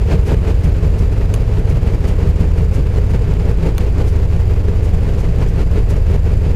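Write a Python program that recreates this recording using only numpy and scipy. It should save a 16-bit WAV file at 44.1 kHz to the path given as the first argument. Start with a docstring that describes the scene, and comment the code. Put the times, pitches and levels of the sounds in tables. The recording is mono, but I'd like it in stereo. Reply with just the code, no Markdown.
"""On the open deck of a ship, two diesel engines drone at almost the same speed.
Each engine is a stack of exhaust notes, and the two stacks beat slowly against each other.
Filtered noise makes a low rumble, and a rushing roar with a hollow hum that throbs once per engine cycle.
In front, a juggler's clubs brush into the hands two or three times a second (soft bursts of noise).
Twice the clubs clack together: short knocks of noise with quickly fading rings."""
import sys
import numpy as np
from scipy import signal
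from scipy.fft import rfft, irfft, next_fast_len
from scipy.io import wavfile
from scipy.ndimage import uniform_filter1d, map_coordinates

SR = 44100
rng = np.random.default_rng(int(sys.argv[2]) if len(sys.argv) > 2 else 0)


def waveform_to_disk(signal):
    """Save audio, clipped to [-1, 1], as 16-bit WAV at the path in sys.argv[1]."""
    frames = np.transpose(np.atleast_2d(signal))
    scaled = np.clip(frames, -1, 1) * 32767
    samples = np.round(scaled).astype(np.int16)
    wavfile.write(sys.argv[1], SR, samples)


N = 288855
TIME = np.arange(N) / SR  # seconds

# Rumble under the exhaust notes, relative colour: f/Hz, level/(dB per Hz)
RUMBLE_COLOUR = [(14, -8), (30, 3.5), (55, -4), (80, 5), (108, 1.5), (135, -4.5), (200, -22), (400, -57.5)]
# Colour of the roar, relative: f/Hz, level/(dB per Hz)
ROAR_COLOUR = [(130, -1.5), (175, -2.5), (230, -8), (310, -11.5), (450, -8.5), (650, -19.5), (900, -23),
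               (1250, -27), (1850, -29), (2550, -29.5), (3500, -37.5), (4600, -38), (5500, -41.5),
               (6800, -42), (9000, -47.5), (15000, -54)]
# Hollow hum of the funnel: f/Hz, width/Hz (half that of each of two filters in a row),
# level/dB, share of the gas flow's swing (no unit)
FUNNEL_HUMS = [(164.5, 22.4, -39, 0.62), (211, 40, -49, 1.8), (289.8, 7.2, -43.5, 0.8),
               (304, 66, -46.5, 2.34), (410.8, 26.2, -35, 1.2), (447, 30.6, -39, 1), (631, 19.5, -47, 0.8),
               (869, 52, -50.5, 1.4)]
# How strongly the roar throbs with each engine cycle: t/s, depth/dB (up and down from the middle)
THROB_DEPTH_POINTS = [(0, 3), (.53, 3.5), (.71, 1), (1.42, 1.5), (2.66, 2.5), (3.36, 0.3), (3.54, 3),
                      (5.13, 0), (5.66, 3.5), (6.55, 2)]
# Heavy chuffs and short thumps of exhaust: t/s, extra roar level/dB,
# extra hum level/dB (before each hum's share), nominal half length/s
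EXHAUST_CHUFFS = [(0.106, 5.5, 2, 0.038), (0.302, 3.6, 5.2, 0.03), (0.345, 7, 12, 0.0021),
                  (0.449, 5, 1, 0.0057), (0.486, 1, 1, 0.043), (0.505, 3.5, 5, .003),
                  (.65, 1.5, -2, 0.0049), (0.849, 2, 6, 0.0072), (1.181, 3, -5, .003),
                  (1.872, 2, -3, 0.013), (2.044, 3, -3, 0.0045), (2.095, 3.5, 4, 0.016),
                  (2.14, 3, 1, 0.0036), (2.197, 3, 6.5, 0.017), (2.394, 0, 5, .003), (2.983, 4.5, 6, 0.012),
                  (3.153, 3.2, 3, 0.018), (3.318, 1.5, 2, 0.017), (3.66, 2.5, 7, 0.022),
                  (3.688, 3.5, 8.5, 0.003), (4.006, 4, 4.5, 0.021), (4.035, 1.5, 1, .003),
                  (5.09, 2, 1, 0.047), (5.436, 2.5, 1, 0.033), (5.615, 2.5, 3, 0.016), (5.775, 2, 6, 0.018),
                  (6.136, 3.3, 2, 0.018)]
# Exhaust notes, relative levels: multiple of the cycle rate (no unit), port level/dB, starboard level/dB
EXHAUST_ORDERS = [(2, -69, -37), (3, -25, -27), (4, -47, -43), (5, -46, -35), (6, -26, -24), (7, -29, -36),
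                  (8, -37, -33), (9, -32, -19), (10, -32, -33), (11, -29, -34), (12, -26, -37),
                  (13, -36, -30), (14, -23.5, -23), (15, -34, -43), (16, -39, -43), (17, -29, -40),
                  (18, -23, -41), (19, -38, -49), (20, -39, -49), (21, -31, -37), (22, -44, -57),
                  (24, -40, -40), (25, -44, -47), (26, -44, -50), (27, -45, -36), (28, -49, -44),
                  (29, -36, -35), (30, -42, -50), (32, -40, -49)]
# Slow beats between the engines: multiple of the cycle rate (no unit) -> t/s at which that note swells
BEAT_SWELLS = {3: 5.02, 6: 1.61, 7: .1, 9: .33, 11: 2.4, 12: 1.25, 13: 1.6, 14: .52, 17: 1.35, 18: 1.4, 21:
               1.6, 29: .6}
# Booms of the exhaust pipe: t/s, level/dB (rms, before the overall level of the notes)
PIPE_BOOMS = [(.142, -13.5), (.329, -15.5), (.516, -28), (.665, -18), (.85, -18.5), (1.024, -27),
              (1.118, -29), (1.372, -24.5), (1.578, -20), (1.747, -17.5), (1.87, -22.5), (2.022, -22),
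              (2.266, -17), (2.431, -20.5), (2.611, -21), (2.803, -21.5), (2.983, -25), (3.145, -23),
              (3.312, -18.5), (3.401, -24), (3.494, -20), (3.643, -17), (3.982, -32), (4.367, -20.5),
              (4.719, -25), (4.959, -23), (5.287, -20), (5.426, -19), (5.602, -25), (5.763, -26),
              (5.938, -22), (6.142, -21.5), (6.306, -23), (6.488, -20.5)]
# Likeness of left and right: f/Hz, correlation (no unit)
STEREO_LIKENESS = [(100, 0.98), (500, 0.99), (1000, 0.96), (2000, 0.91), (4000, 0.74), (8000, 0.27),
                   (14000, 0.074)]
# Club handles landing in a hand: t/s, peak level/dB, length/s (from peak until power falls to 1/e)
HAND_CATCHES = [(.275, -39.5, 0.014), (.643, -37.5, 0.0066), (.993, -38, 0.0062), (1.13, -47, 0.0054),
                (1.595, -47, 0.0064), (1.70, -40, 0.0061), (2.085, -37.5, 0.0088), (2.41, -45, 0.014),
                (2.75, -38.5, 0.012), (3.11, -44, 0.0087), (3.82, -47, 0.013), (4.087, -40.5, 0.014),
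                (4.85, -42.5, 0.012), (5.2, -42, 0.015), (5.49, -42.5, 0.0076), (5.905, -37, 0.0094)]
# Colour of a handle brushing a palm, relative: f/Hz, level/(dB per Hz)
BRUSH_COLOUR = [(1500, 20), (4000, 10.5), (6200, 14.5), (8000, 10), (10000, 10), (15000, 2)]
# Clubs knocking together: t/s, knock level/dB, contact length/s,
# strike on the body/dB, strike on the handle/dB
CLUB_CLACKS = [(1.3398, -26, .0005, -33, -27), (1.3418, -23, .0007, -26.5, -24),
               (1.3505, -37, .003, -39, -44), (3.7813, -19.3, .0005, -22.5, -30),
               (3.7865, -36, .0012, -42, -44)]
# Colour of the plastic knock, relative: f/Hz, level/(dB per Hz)
PLASTIC_COLOUR = [(700, 3), (3100, 4), (4500, -2), (6400, -3), (8200, -1), (14000, -4)]
# Rings of the hollow club body: f/Hz, level/dB (relative to the strike), time to fall 60 dB/s
BODY_MODES = [(1120, -7, .07), (1650, -12, .03), (2400, -2, .016), (2900, 0, .01), (3420, -8, .018),
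              (4300, -9, .012)]
# Rings of the stiff club handle: f/Hz, level/dB (relative to the strike), time to fall 60 dB/s
HANDLE_MODES = [(6400, 0, .008), (7500, -5, .006), (9500, -5, .006)]
# Thin fizz that rides on the sound: f/Hz, level/dB (relative to the sound)
FIZZ_BANDS = [(4800, -48), (7200, -49), (9650, -52), (12050, -54.5), (14350, -57)]

PORT_HZ, STARBOARD_HZ = 5.666, 5.702  # average engine cycles per second (four-stroke)
FIRST_THROB_S = .136
SWELL_HZ, FIRST_SWELL_S, SWELL_DB = .59, .25, .53  # slow rise and fall of the gas flow
FLOW_DB, FLOW_SAG_DB_PER_S = .17, .11  # the flow's starting offset and its steady fall
SHUDDER_HZ, FIRST_SHUDDER_S, SHUDDER_DB = 10.93, .03, .97  # a quicker shake across the throb
CHUFF_RISE = 1.02  # a bell builds this much slower, and ends this much faster, than its half length
BOOM_HALF_S, PIPE_DB = .027, -30.5  # half length of a boom; level of the upper notes between booms
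CUTOFF_HZ = 14850


def from_db(db):
    """Turn decibels into a gain."""
    return 10 ** (np.asarray(db) / 20)


def rms_one(x):
    """Scale a sound to an average power of 1."""
    return x / np.sqrt(np.mean(x ** 2) + 1e-20)


def at_hz(points, hz):
    """Read a table between its points, with pitch on a log scale."""
    known_hz, values = np.transpose(points)
    return np.interp(np.log(hz + 1), np.log(known_hz), values)


def drift(rate):
    """Smooth random wandering with spread of about 1, through `rate` random points a second."""
    points = rng.standard_normal(2048)
    position = TIME[::64] * rate + 10
    return map_coordinates(points, [position], order=3, mode="mirror").repeat(64)[:N]


def wave(hz, crest_s):
    """A steady rise and fall of height 1 with a crest at the given time."""
    return np.cos(2 * np.pi * hz * (TIME - crest_s))


def chuff(s, half_s):
    """A bell of height 1 that builds a little slower than it ends."""
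    width = half_s * np.where(TIME < s, CHUFF_RISE, 1 / CHUFF_RISE)
    return np.exp(-np.minimum(((TIME - s) / width) ** 2, 50))


def steadied(x, share, window_s=.018):
    """Even out a share of a sound's own slow swells, then scale it to rms 1."""
    power = np.mean(np.atleast_2d(x) ** 2, axis=0)
    size = int(window_s * SR)
    for _ in range(2):
        power = uniform_filter1d(power, size)
    return rms_one(x / (np.abs(power) + 1e-6) ** (share / 2))


def resonate(x, hz, width_hz):
    """One resonance lets through sound near its own pitch, with gain 1 at the top."""
    r = np.exp(-np.pi * width_hz / SR)
    top = np.array([1, 0, -1]) * (1 - r * r) / 2
    return signal.lfilter(top, [1, -2 * r * np.cos(2 * np.pi * hz / SR), r * r], x)


def resonate_twice(x, hz, width_hz):
    """Two equal resonances in a row give a band with steeper sides."""
    return resonate(resonate(x, hz, width_hz), hz, width_hz)


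def stereo_noise(colour):
    """Coloured noise of rms 1, alike in both ears in the bass and wider in the treble."""
    size = next_fast_len(N)
    hz = np.arange(size // 2 + 1) * SR / size
    mid, side = rfft(rng.standard_normal((2, size)))
    alike = np.clip(at_hz(STEREO_LIKENESS, hz), 0, 1)
    both = np.sqrt(1 + alike) * mid + np.sqrt(1 - alike) * side * [[1], [-1]]
    low_edge = 1 - np.exp(-(hz / colour[0][0]) ** 4)  # fades out below the first point
    shaped = both * low_edge * from_db(at_hz(colour, hz))
    return rms_one(irfft(shaped, size)[:, :N])


def low_rumble(level_db=-24.0):
    """Low-pitched noise lies under the exhaust notes."""
    return from_db(level_db) * stereo_noise(RUMBLE_COLOUR)


def surge():
    """The gas flow swells, throbs, shudders and chuffs: level changes in dB for the roar and the hum."""
    swell = FLOW_DB - FLOW_SAG_DB_PER_S * TIME + SWELL_DB * wave(SWELL_HZ, FIRST_SWELL_S)
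    depth_db = np.interp(TIME, *np.transpose(THROB_DEPTH_POINTS))
    throb = depth_db * wave((PORT_HZ + STARBOARD_HZ) / 2, FIRST_THROB_S)
    shudder = SHUDDER_DB * wave(SHUDDER_HZ, FIRST_SHUDDER_S)
    chuffs = sum(np.outer([roar_db, hum_db], chuff(s, half_s))
                 for s, roar_db, hum_db, half_s in EXHAUST_CHUFFS)
    return swell + throb + shudder + chuffs


def funnel_hum(surge_db, steadiness=.58):
    """Gas noise stirs the funnel's resonances, which follow the surges by different shares."""
    stir = stereo_noise([(100, 0), (1200, 0)])
    hum = 0
    for hz, width_hz, db, swing in FUNNEL_HUMS:
        band = steadied(resonate_twice(stir, hz, 2 * width_hz), steadiness)
        hum = hum + from_db(db + swing * surge_db) * band
    return hum


def exhaust_roar(notes, roar_db=-26.5, puff_db=1.62, flutter_db=1.1, settle_s=.066):
    """Turbulent gas surges once per cycle, puffs on the pressure swings and rings in the funnel."""
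    roar_surge_db, hum_surge_db = surge()
    grain_db = puff_db * np.abs(rms_one(notes)) + flutter_db * drift(60)
    # taking away the moving average lets puffs roughen the flow without swelling it
    grain_db = grain_db - uniform_filter1d(grain_db, int(settle_s * SR))
    gas = from_db(roar_db + roar_surge_db) * stereo_noise(ROAR_COLOUR)
    return from_db(grain_db) * (gas + funnel_hum(hum_surge_db))


def pipe_booms():
    """The pipe booms about once per cycle: powers of booms and resting level add up."""
    power = from_db(PIPE_DB) ** 2
    for s, db in PIPE_BOOMS:
        power = power + (from_db(db) * chuff(s, BOOM_HALF_S)) ** 2
    return np.sqrt(power)


def exhaust_notes(level_db=.42, waver_db=.43, wander_s=.00017, boom_above_hz=135):
    """Engines sound multiples of their cycle rates; each pair beats, and the upper notes boom."""
    deep, upper = np.zeros((2, N))
    clock = TIME + wander_s * drift(1.53)  # the governors hunt a little
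    for order, port_db, starboard_db in EXHAUST_ORDERS:
        start, chance = rng.random(2)
        port_turns = start + order * PORT_HZ * clock
        beat_hz = order * (STARBOARD_HZ - PORT_HZ)
        swell_s = BEAT_SWELLS.get(round(order), chance / beat_hz)  # random if not listed
        starboard_turns = port_turns + beat_hz * (TIME - swell_s)
        port = from_db(port_db) * np.sin(2 * np.pi * port_turns)
        starboard = from_db(starboard_db) * np.sin(2 * np.pi * starboard_turns)
        note = np.sqrt(2) * (port + starboard) * from_db(waver_db * drift(3.12))
        if order * PORT_HZ > boom_above_hz:
            upper += note
        else:
            deep += note
    even_deep = np.std(deep) * steadied(deep, .47, window_s=.047)
    booming = pipe_booms() * steadied(upper, .75, window_s=.016)
    return from_db(level_db) * (even_deep + booming)


def touches(rows, tail_db, tail_t60):
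    """Loudness curve of contacts: a rounded burst, then a short dying tail."""
    power = np.zeros(N)
    for s, db, length in rows:
        age = TIME - s
        burst = np.exp(-np.minimum((age / length) ** 2, 50))
        tail = (age > 0) * from_db(tail_db - 60 * np.clip(age / tail_t60, 0, 2))
        power += from_db(db) ** 2 * (burst + tail ** 2)
    return np.sqrt(power)


def club_catches():
    """Handles slide softly into the palms: short bursts of brushing noise."""
    return touches(HAND_CATCHES, tail_db=-20, tail_t60=.1) * stereo_noise(BRUSH_COLOUR)


def club_ring(times, strength_db, modes):
    """Each knock sets short-lived rings going at once."""
    clicks, out = np.full(N, 1e-18), 0  # the tiny floor keeps the filters from slowing down
    clicks[(times * SR).astype(int)] = from_db(strength_db)
    for hz, db, t60 in modes:
        r = from_db(-60 / (t60 * SR))
        w = 2 * np.pi * hz / SR
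        ring = signal.lfilter([0, np.sin(w)], [1, -2 * r * np.cos(w), r * r], clicks)
        out = out + from_db(db) * ring
    return out


def club_clacks():
    """Hollow plastic clubs knock together, and their bodies and handles ring briefly."""
    s, db, length, body_db, handle_db = np.transpose(CLUB_CLACKS)
    knock = stereo_noise(PLASTIC_COLOUR) * touches(zip(s, db, length), tail_db=-14, tail_t60=.02)
    return knock + club_ring(s, body_db, BODY_MODES) + club_ring(s, handle_db, HANDLE_MODES)


def scene(left_db=-.26):
    """Engines and juggler on the open deck, with no room around them."""
    notes = exhaust_notes()
    ship = low_rumble() + exhaust_roar(notes) + notes
    balance = from_db([[left_db / 2], [-left_db / 2]])  # the ship is slightly louder on the right
    return ship * balance + club_catches() + club_clacks()


def record(dry, fizz_width_hz=480):
    """Round the highest peaks, let faint bands of high fizz follow the waveform, cut the top."""
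    rounded = dry / (1 + dry ** 8) ** (1 / 8)
    white = rng.standard_normal(N)
    fizz = sum(from_db(db) * rms_one(resonate_twice(white, hz, fizz_width_hz)) for hz, db in FIZZ_BANDS)
    low_pass = signal.ellip(10, .1, 90, CUTOFF_HZ, fs=SR, output="sos")
    return signal.sosfilt(low_pass, rounded * (1 + fizz))


dry = scene()
out = record(dry)
waveform_to_disk(out)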